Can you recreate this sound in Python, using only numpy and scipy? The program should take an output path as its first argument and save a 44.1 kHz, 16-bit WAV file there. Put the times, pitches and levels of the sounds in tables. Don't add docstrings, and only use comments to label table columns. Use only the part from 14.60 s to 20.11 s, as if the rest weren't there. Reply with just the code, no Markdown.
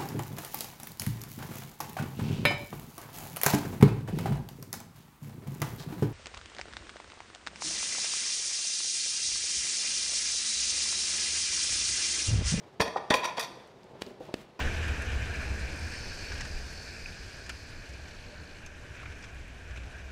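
import sys
import numpy as np
from scipy import signal
from scipy.io import wavfile
from scipy.ndimage import uniform_filter1d

SR = 44100
rng = np.random.default_rng(int(sys.argv[2]) if len(sys.argv) > 2 else 0)


def put_to_file(sound):
    columns = np.atleast_2d(sound).T
    safe = np.clip(columns, -1, 1)
    whole_steps = np.round(safe * 32767)
    wavfile.write(sys.argv[1], SR, whole_steps.astype(np.int16))


def ratio_of_db(decibels):
    return 10 ** (np.asarray(decibels, float) / 20)


N = 242991
TIME_S = np.arange(N) / SR

# t/s, air flow level/dB, spray level/dB
WIND = [(0, -43.5, -51.5), (.45, -44.5, -54), (.9, -46, -54), (1.3, -48.5, -54), (1.6, -49, -53.5),
        (1.86, -49.5, -54.5), (2.1, -52, -55.5), (2.6, -52.5, -57.5), (3.1, -54, -60), (3.6, -54, -62),
        (4.1, -55, -64), (4.55, -54, -62.5), (4.95, -55, -64.5), (5.51, -53.5, -62.5)]
CALM_DB = -55
# f/Hz, width/Hz, level/dB
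CASE_BODY = [(600, 480, -7), (1495, 270, 5.5), (2430, 430, -3), (3630, 2000, -11.5)]


def rms_one(x):
    return x / np.sqrt(np.mean(x ** 2) + 1e-20)


def noise():
    return rng.standard_normal(N)


def in_time(rows):
    s, *columns = np.transpose(rows)
    return [np.interp(TIME_S, s, column) for column in columns]


def swells(rows, length=None):
    return sum(ratio_of_db(row[1]) * np.exp(-((TIME_S - row[0]) / (length or row[-1])) ** 2) for row in rows)


def drift(rate_hz):
    r = np.exp(-80 * np.pi * rate_hz / SR)
    settled = signal.lfilter([1], [1, -2 * r, r * r], rng.standard_normal(N // 40 + 2002))[2000:]
    return np.interp(np.arange(N) / 40, np.arange(len(settled)), rms_one(settled))


def band(x, low_hz, high_hz):
    sos = signal.butter(2, [low_hz, min(high_hz, .45 * SR)], "band", fs=SR, output="sos")
    return signal.sosfilt(sos, x)


def resonate(x, peaks):
    out = 0
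    for k, (hz, width_hz, level_db) in enumerate(peaks):
        r = np.exp(-np.pi * width_hz / SR)
        gain = ratio_of_db(level_db) * (-1) ** k * (1 - r * r) / 2
        out = out + signal.lfilter([gain, 0, -gain], [1, -2 * r * np.cos(2 * np.pi * hz / SR), r * r], x)
    return out


def ring(x, hz, t60):
    r, w = ratio_of_db(-60 / (t60 * SR)), 2 * np.pi * hz / SR
    return signal.lfilter([0, np.sin(w)], [1, -2 * r * np.cos(w), r * r], x + 1e-18)


def puff(length_s, span):
    age = np.arange(span) / SR / max(length_s, .002)
    return np.minimum(age * 4.8, 1) ** 2 * np.exp(-age ** 2)


def banded_noise(spectrum, gust, patchy_db, flicker_hz):
    hz, level_db = np.transpose(spectrum)
    edges = np.geomspace(hz[0], hz[-1], int(3 * np.log2(hz[-1] / hz[0])) + 2)
    white, out = rng.standard_normal((2, N)), 0
    for k, (low, high) in enumerate(zip(edges, edges[1:])):
        centre_db = np.interp(np.log(low * high) / 2, np.log(hz), level_db)
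        gain = ratio_of_db(centre_db + patchy_db * (gust + drift(flicker_hz)))
        out = out + gain * band(white[k % 2], low, high)
    return rms_one(out)


def buffet():
    # t/s, level/dB, swing f/Hz, half length/s
    shoves = [(.054, -32.5, 71.3, 0.045), (.189, -32.5, 78.4, 0.038), (.304, -28, 74, 0.033),
              (.406, -33, 72.1, 0.031), (.484, -32.5, 68.2, 0.015), (.562, -28.5, 66, 0.038),
              (.631, -36, 69.8, .018), (.7, -46, 69.5, 0.027), (.79, -35.5, 68.3, .03),
              (.9, -35.5, 68, 0.062), (1.034, -36.5, 69.1, 0.047), (1.13, -38.5, 72.5, 0.025),
              (1.24, -38, 71.7, 0.052), (1.378, -42, 73, 0.033), (1.623, -49, 72.2, 0.036),
              (1.71, -48, 70.5, .04), (1.8, -45, 70.7, 0.07), (1.96, -46, 64.8, 0.097),
              (2.13, -48, 65.4, .07), (2.66, -50, 65, 0.059), (2.96, -49, 60.9, 0.054),
              (3.155, -50, 70, 0.038), (3.343, -48, 66.7, 0.058), (3.825, -52, 68.9, 0.029),
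              (4.479, -45, 70, 0.054), (4.76, -48.5, 64, 0.12), (4.984, -47.5, 59.8, 0.026),
              (5.12, -43, 62.15, 0.063), (5.25, -43.5, 64.6, 0.052), (5.47, -46, 68, 0.068)]
    # t/s, level/dB
    thuds = [(.0, -26), (.12, -46), (.24, -34), (.62, -29.5), (.71, -41.5), (.85, -41), (1.32, -43),
             (1.41, -38), (1.49, -46), (1.84, -40), (2.33, -41), (2.49, -47), (3.21, -45), (3.4, -46),
             (4.24, -48), (4.32, -45), (4.48, -41.5), (4.85, -61), (5.05, -51), (5.16, -47)]
    flow_db = in_time(WIND)[0] - CALM_DB
    swing_hz = in_time(shoves)[1] + 3.9 * drift(10.0)
    swing = np.sqrt(2) * np.sin(2 * np.pi * np.cumsum(swing_hz) / SR)
    eddies = rms_one(band(noise(), 49.8, 100.0))
    thud = rms_one(band(noise(), 73, 123))
    shoved = swells(shoves) * (swing + 0.33 * eddies)
    swaying = ratio_of_db(-54 + 0.6 * flow_db) * (0.35 * swing + 1.34 * eddies)
    thudding = (swells(thuds, length=0.022) + ratio_of_db(-58 + 0.66 * flow_db)) * thud
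    return shoved + swaying + ratio_of_db(-6.0) * thudding


def slow_pressure(flow_db):
    # t/s, level/dB, half length/s
    pressure_swells = [(.05, -34, 0.024), (.43, -48, 0.11), (1.58, -43, .1), (1.8, -46, .1),
                       (1.97, -37, .05), (2.18, -51, .04), (2.5, -48, 0.13), (3.13, -50.5, .08),
                       (3.58, -52, 0.12), (4.13, -54, .08), (4.69, -51, .07), (5.3, -62, .2)]
    pressure = swells(pressure_swells) + ratio_of_db(-56 + flow_db)
    return pressure * rms_one(band(noise(), 12.7, 31.0))


def wind_roar(gust):
    # f/Hz, level per Hz/dB
    roar_spectrum = [(88, -29), (150, -1), (323, -4), (468, -5.5), (531, -7), (660, -7.5), (1110, -13),
                     (1300, -15), (1690, -32), (2860, -120)]
    # f/Hz, width/Hz, level/dB
    helmet_peaks = [(464, 35, -9), (660, 45, -12)]
    roar = banded_noise(roar_spectrum, 0.12 * gust, patchy_db=1.0, flicker_hz=4.2)
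    return roar + 12.8 * resonate(noise(), helmet_peaks)


def cavity_rush(gust, flow_db, blast_db):
    cavity_notes = [
        [(1530, 292, -2), (1823, 416, -3.5)],
        [(2430, 350, 17), (2710, 1700, -25)],
        [(2870, 390, 9), (4030, 930, -1)],
    ]
    rush_rule = [
        (-56, 1.174, 0.9, 0.13),
        (-57.5, 1.2, 0.12, 0.58),
        (-63.5, 1.11, 1.4, -1.6),
    ]
    # t/s, level/dB, half length/s
    side_wind = [
        (1.082, 2.5, 0.34),
        (2.35, 3.5, .2),
    ]
    side_db = sum(db * np.exp(-((TIME_S - s) / length) ** 2) for s, db, length in side_wind)
    out = 0
    for peaks, (calm_db, follows, blown, turned) in zip(cavity_notes, rush_rule):
        breath = band(noise(), 0.66 * peaks[0][0], 1.016 * peaks[-1][0])
        note = rms_one(resonate(breath, peaks))
        level_db = calm_db + follows * flow_db + blown * blast_db + turned * side_db
        flutter_db = 0.16 * gust + 0.69 * drift(23) + 1.17 * drift(8.8)
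        out = out + ratio_of_db(level_db + flutter_db) * note
    return out


def spray_hiss(gust):
    # f/Hz, level per Hz/dB
    hiss_spectrum = [(2180, -38), (3700, 3.5), (4070, -16), (4570, -1.5), (5620, -0.5), (7110, -6),
                     (8530, -10), (12800, -24), (14100, -11), (15100, -36)]
    return band(banded_noise(hiss_spectrum, 0.51 * gust, patchy_db=1.25, flicker_hz=35), 4000, 12000)


def air():
    roar_db, hiss_db = in_time(WIND)
    flow_db = roar_db - CALM_DB
    blast_db = 7 * np.exp(-TIME_S / 0.088)
    gust = drift(22)
    roar = ratio_of_db(roar_db + blast_db) * wind_roar(gust)
    spray = ratio_of_db(hiss_db + .2 * blast_db + 3.0) * spray_hiss(gust)
    return slow_pressure(flow_db) + roar + cavity_rush(gust, flow_db, blast_db) + spray


def engine():
    # t/s, crank rate/turns per s, drag on the gears/dB, looseness/0-1
    crank = [(0, 150, -17, .7), (.6, 135, -11, .7), (.8, 133, -4.5, 0.8), (1.1, 117, -4, 0.7),
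             (1.2, 110, 0, .7), (1.4, 111, 0.5, 0.9), (1.65, 106, 1.3, 0.8), (2.05, 106, -1.5, 0.9),
             (2.4, 106, -1.5, 0.7), (2.7, 78, -2.5, 0.79), (3.05, 70.5, -4, 0.99), (3.35, 55, -7, 0.39),
             (3.7, 51.4, -5.5, 0.5), (4.0, 55, -7.5, .3), (4.4, 31, -17, 0.82), (4.7, 27.7, -13, 0.47),
             (5.51, 25.7, -16, 0.57)]
    # f/Hz, level/dB, t60/s
    sump = [(4200, 0, .024)]
    chain_case = [(4340, -6, .012), (4460, 0, .02), (4590, -5, .012)]
    cover = [(4825, 0.97, 0.025), (4965, -2, 0.035)]
    fins = [(5300, -23, 0.015), (5950, -15.5, 0.002)]
    valve = [(6700, -4, .006), (8520, 0, .013), (9800, -12, .005)]
    part_rule = [
        (-62, 0.76, -2),
        (-58, 1.23, -3.5),
        (-56, 1.2, 11),
        (-56.5, 1.8, 3.5),
        (-69, 0.96, 14),
    ]
    # t/s, level/dB, half length/s
    sympathy = [
        [(.8, -63, 0.18), (1.5, -62, 0.07), (1.8, -63, 0.072)],
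        [(1.4, -58, 0.13), (1.63, -55.5, 0.12), (2.2, -56, 0.12)],
        [(1.945, -62, .1), (2.4, -70, .1), (2.85, -63.5, 0.42)],
        [(1.42, -58, 0.11), (1.8, -67, 0.087), (2.2, -67, .1)],
        [(.8, -79, .15), (1.19, -63, 0.048), (1.33, -63, .07)],
    ]
    clutch_s, clutch_takes_s, clutch_db = 4.02, .09, -14
    even_turns, cruise_turns = 56, 120

    turns_per_s, drag_db, loose = in_time(crank)
    loose = np.clip(loose, 0, 1)
    free = np.clip((TIME_S - clutch_s) / clutch_takes_s + .5, 0, 1)
    weak_db = -4 * np.clip(np.log2(turns_per_s / even_turns), 0, 1) - 8 * free
    turns = np.cumsum(turns_per_s) / SR
    odd = turns % 2 >= 1
    second = ratio_of_db(weak_db * odd)
    side = rng.choice([-1, 1], N)
    parts = [(sump, 0, second, .9), (chain_case, 0, second, 1.0), (cover, .3, second, 1.6),
             (fins, .15, ratio_of_db(3.5 * weak_db * odd), 1.2), (valve, .6, ~odd, .25)]
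    out = 0
    for (modes, lag, share, chatter), (base_db, follows, octave_db), peaks in zip(parts, part_rule, sympathy):
        knock = np.diff(np.floor(turns - lag), prepend=0) > 0
        part = 0
        for hz, db, t60 in modes:
            strength = ratio_of_db(0.99 * noise()) * side
            knocks = knock * share * strength * np.sqrt(SR / turns_per_s)
            part = part + ratio_of_db(db) * ring(knocks + chatter * loose * noise(), hz, t60)
        edges = .9 * modes[0][0], 1.12 * modes[-1][0]
        part = band(band(part, *edges), *edges)
        steady = part / np.sqrt(uniform_filter1d(part ** 2, size=9000) + 1e-12)
        speed_db = octave_db * np.log2(turns_per_s / cruise_turns)
        level_db = base_db + follows * drag_db + speed_db + clutch_db * free
        out = out + (ratio_of_db(level_db) + swells(peaks)) * steady
    return out


def case_taps():
    # t/s, body level/dB, body f/Hz, bright level/dB
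    tap_rows = [(0.281, -30, 1530, -60), (0.4204, -38, 1500, -57), (0.517, -50, 1730, -56),
                (0.7574, -53, 1610, -48), (1.618, -50, 1760, -48), (1.716, -29, 1750, -46),
                (1.749, -40, 1673, -49), (1.774, -37, 1530, -51), (1.8043, -28, 2320, -38.5),
                (1.8096, -47, 1620, -49), (1.848, -33, 1800, -45), (1.876, -41, 2340, -56),
                (2.86, -44, 1645, -51), (2.8917, -27, 2670, -40.5), (2.955, -52, 2416, -60),
                (3.292, -51, 2300, -55), (3.333, -58, 1730, -51.5), (3.4794, -44, 1598, -56),
                (4.0602, -39.5, 1630, -54), (4.069, -50, 1755, -61), (4.412, -39, 2390, -69),
                (4.4263, -35, 1139, -70), (4.454, -33.5, 2310, -70), (4.5185, -43, 1520, -59),
                (4.6226, -42, 2380, -51), (4.6375, -35, 2430, -51), (5.106, -40.5, 2300, -59),
                (5.158, -36.5, 2280, -56), (5.1706, -36, 1535, -58), (5.231, -45, 1468, -63)]
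    tap_s = 0.013
    out, span = np.zeros(N), int(.06 * SR)
    scrub, colour = rng.standard_normal((len(tap_rows), 2, span)), rng.random(len(tap_rows))
    shape = puff(tap_s, span)
    for (s, body_db, body_hz, bright_db), (dull, sharp), tint in zip(tap_rows, scrub, colour):
        body = rms_one(resonate(shape * dull, CASE_BODY + [(body_hz, 250, 4.0)]))
        bright_hz = 4450 + 1770 * tint ** 2
        crackle = resonate(shape * sharp, [(bright_hz, 600, 4.0), (5600, 3000, 0)])
        bright = rms_one(band(crackle, 3900, 7900))
        tap = np.sqrt(tap_s) * (ratio_of_db(body_db + 0.5) * body + ratio_of_db(bright_db + 7.5) * bright)
        at = int(s * SR)
        out[at:at + span] += tap[:N - at]
    return out


def water_drops():
    # t/s, peak level/dB
    splashes = [(0.28, -44), (0.4194, -44), (1.87, -57), (1.931, -55), (2.4684, -52), (2.893, -39),
                (2.8974, -57), (2.965, -61), (3.2884, -55), (4.0617, -54), (4.7453, -55), (4.8795, -57),
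                (4.957, -64), (5.2416, -62), (5.2993, -57)]
    out, span = np.zeros(N), int(.06 * SR)
    shape = puff(0.0052, span)
    for s, level_db in splashes:
        at, hz = int(s * SR), 9400 + 1100 * rng.random()
        splash = band(shape * rng.standard_normal(span), 0.64 * hz, 1.05 * hz)
        out[at:at + span] += ratio_of_db(level_db + 0.5) * splash[:N - at]
    return out


def dry_knock():
    # t/s, peak level/dB, f/Hz, t60/s
    knock_rows = [
        (2.4583, -23.5, 2464, 0.015),
    ]
    out = 0
    for s, level_db, hz, t60 in knock_rows:
        push = np.sin(2 * np.pi * hz * TIME_S) * np.exp(-((TIME_S - s - .001) / 0.00058) ** 2)
        out = out + ratio_of_db(level_db - 30.5) * ring(push, hz, t60)
    return out


def strap():
    # t/s, level/dB, half length/s
    rubs = [
        (4.39, -51.5, 0.048),
        (4.47, -54, 0.038),
        (4.535, -60, 0.027),
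        (4.63, -57, .025),
    ]
    rough = noise() * ratio_of_db(3.6 * drift(54))
    return swells(rubs) * rms_one(resonate(rough, CASE_BODY + [(2400, 330, 6)]))


def catch():
    # t/s, peak level/dB
    ticks = [
        (.4205, -49),
        (0.5195, -50),
        (4.062, -47.5),
    ]
    # f/Hz, level/dB, t60/s
    catch_modes = [(4570, -8, .012), (6348, 2.5, 0.029), (7360, -8, .08), (10150, -8.5, .03),
                   (13000, -14, .01)]
    out = 0
    for hz, db, t60 in catch_modes:
        clicks = np.zeros(N)
        for s, level_db in ticks:
            first, second = rng.standard_normal(2)
            clicks[int(s * SR)] = ratio_of_db(level_db + db + 3.1 * first)
            clicks[int((s + .004) * SR)] = ratio_of_db(level_db + db - 6.0 + 1.5 * second)
        out = out + ring(clicks, hz, t60)
    return out


def tyres():
    # t/s, level/dB, half length/s
    hum = [
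        (3.0, -68, .25),
        (3.8, -62.5, 0.49),
    ]
    note = [(599.6, 22, 0)]   # f/Hz, width/Hz, level/dB
    return swells(hum) * rms_one(resonate(resonate(noise(), note), note))


def scene():
    contacts = case_taps() + water_drops() + dry_knock() + strap() + catch()
    return (buffet() + air() + engine() + contacts + tyres())[None]


def roll_off(x):
    return signal.sosfilt(signal.butter(12, 15240, fs=SR, output="sos"), x)


def record(dry):
    low_pass = signal.cheby2(14, 60, 15700, fs=SR, output="sos")
    return roll_off(signal.sosfilt(low_pass, dry))


dry = scene()
out = record(dry)
put_to_file(out)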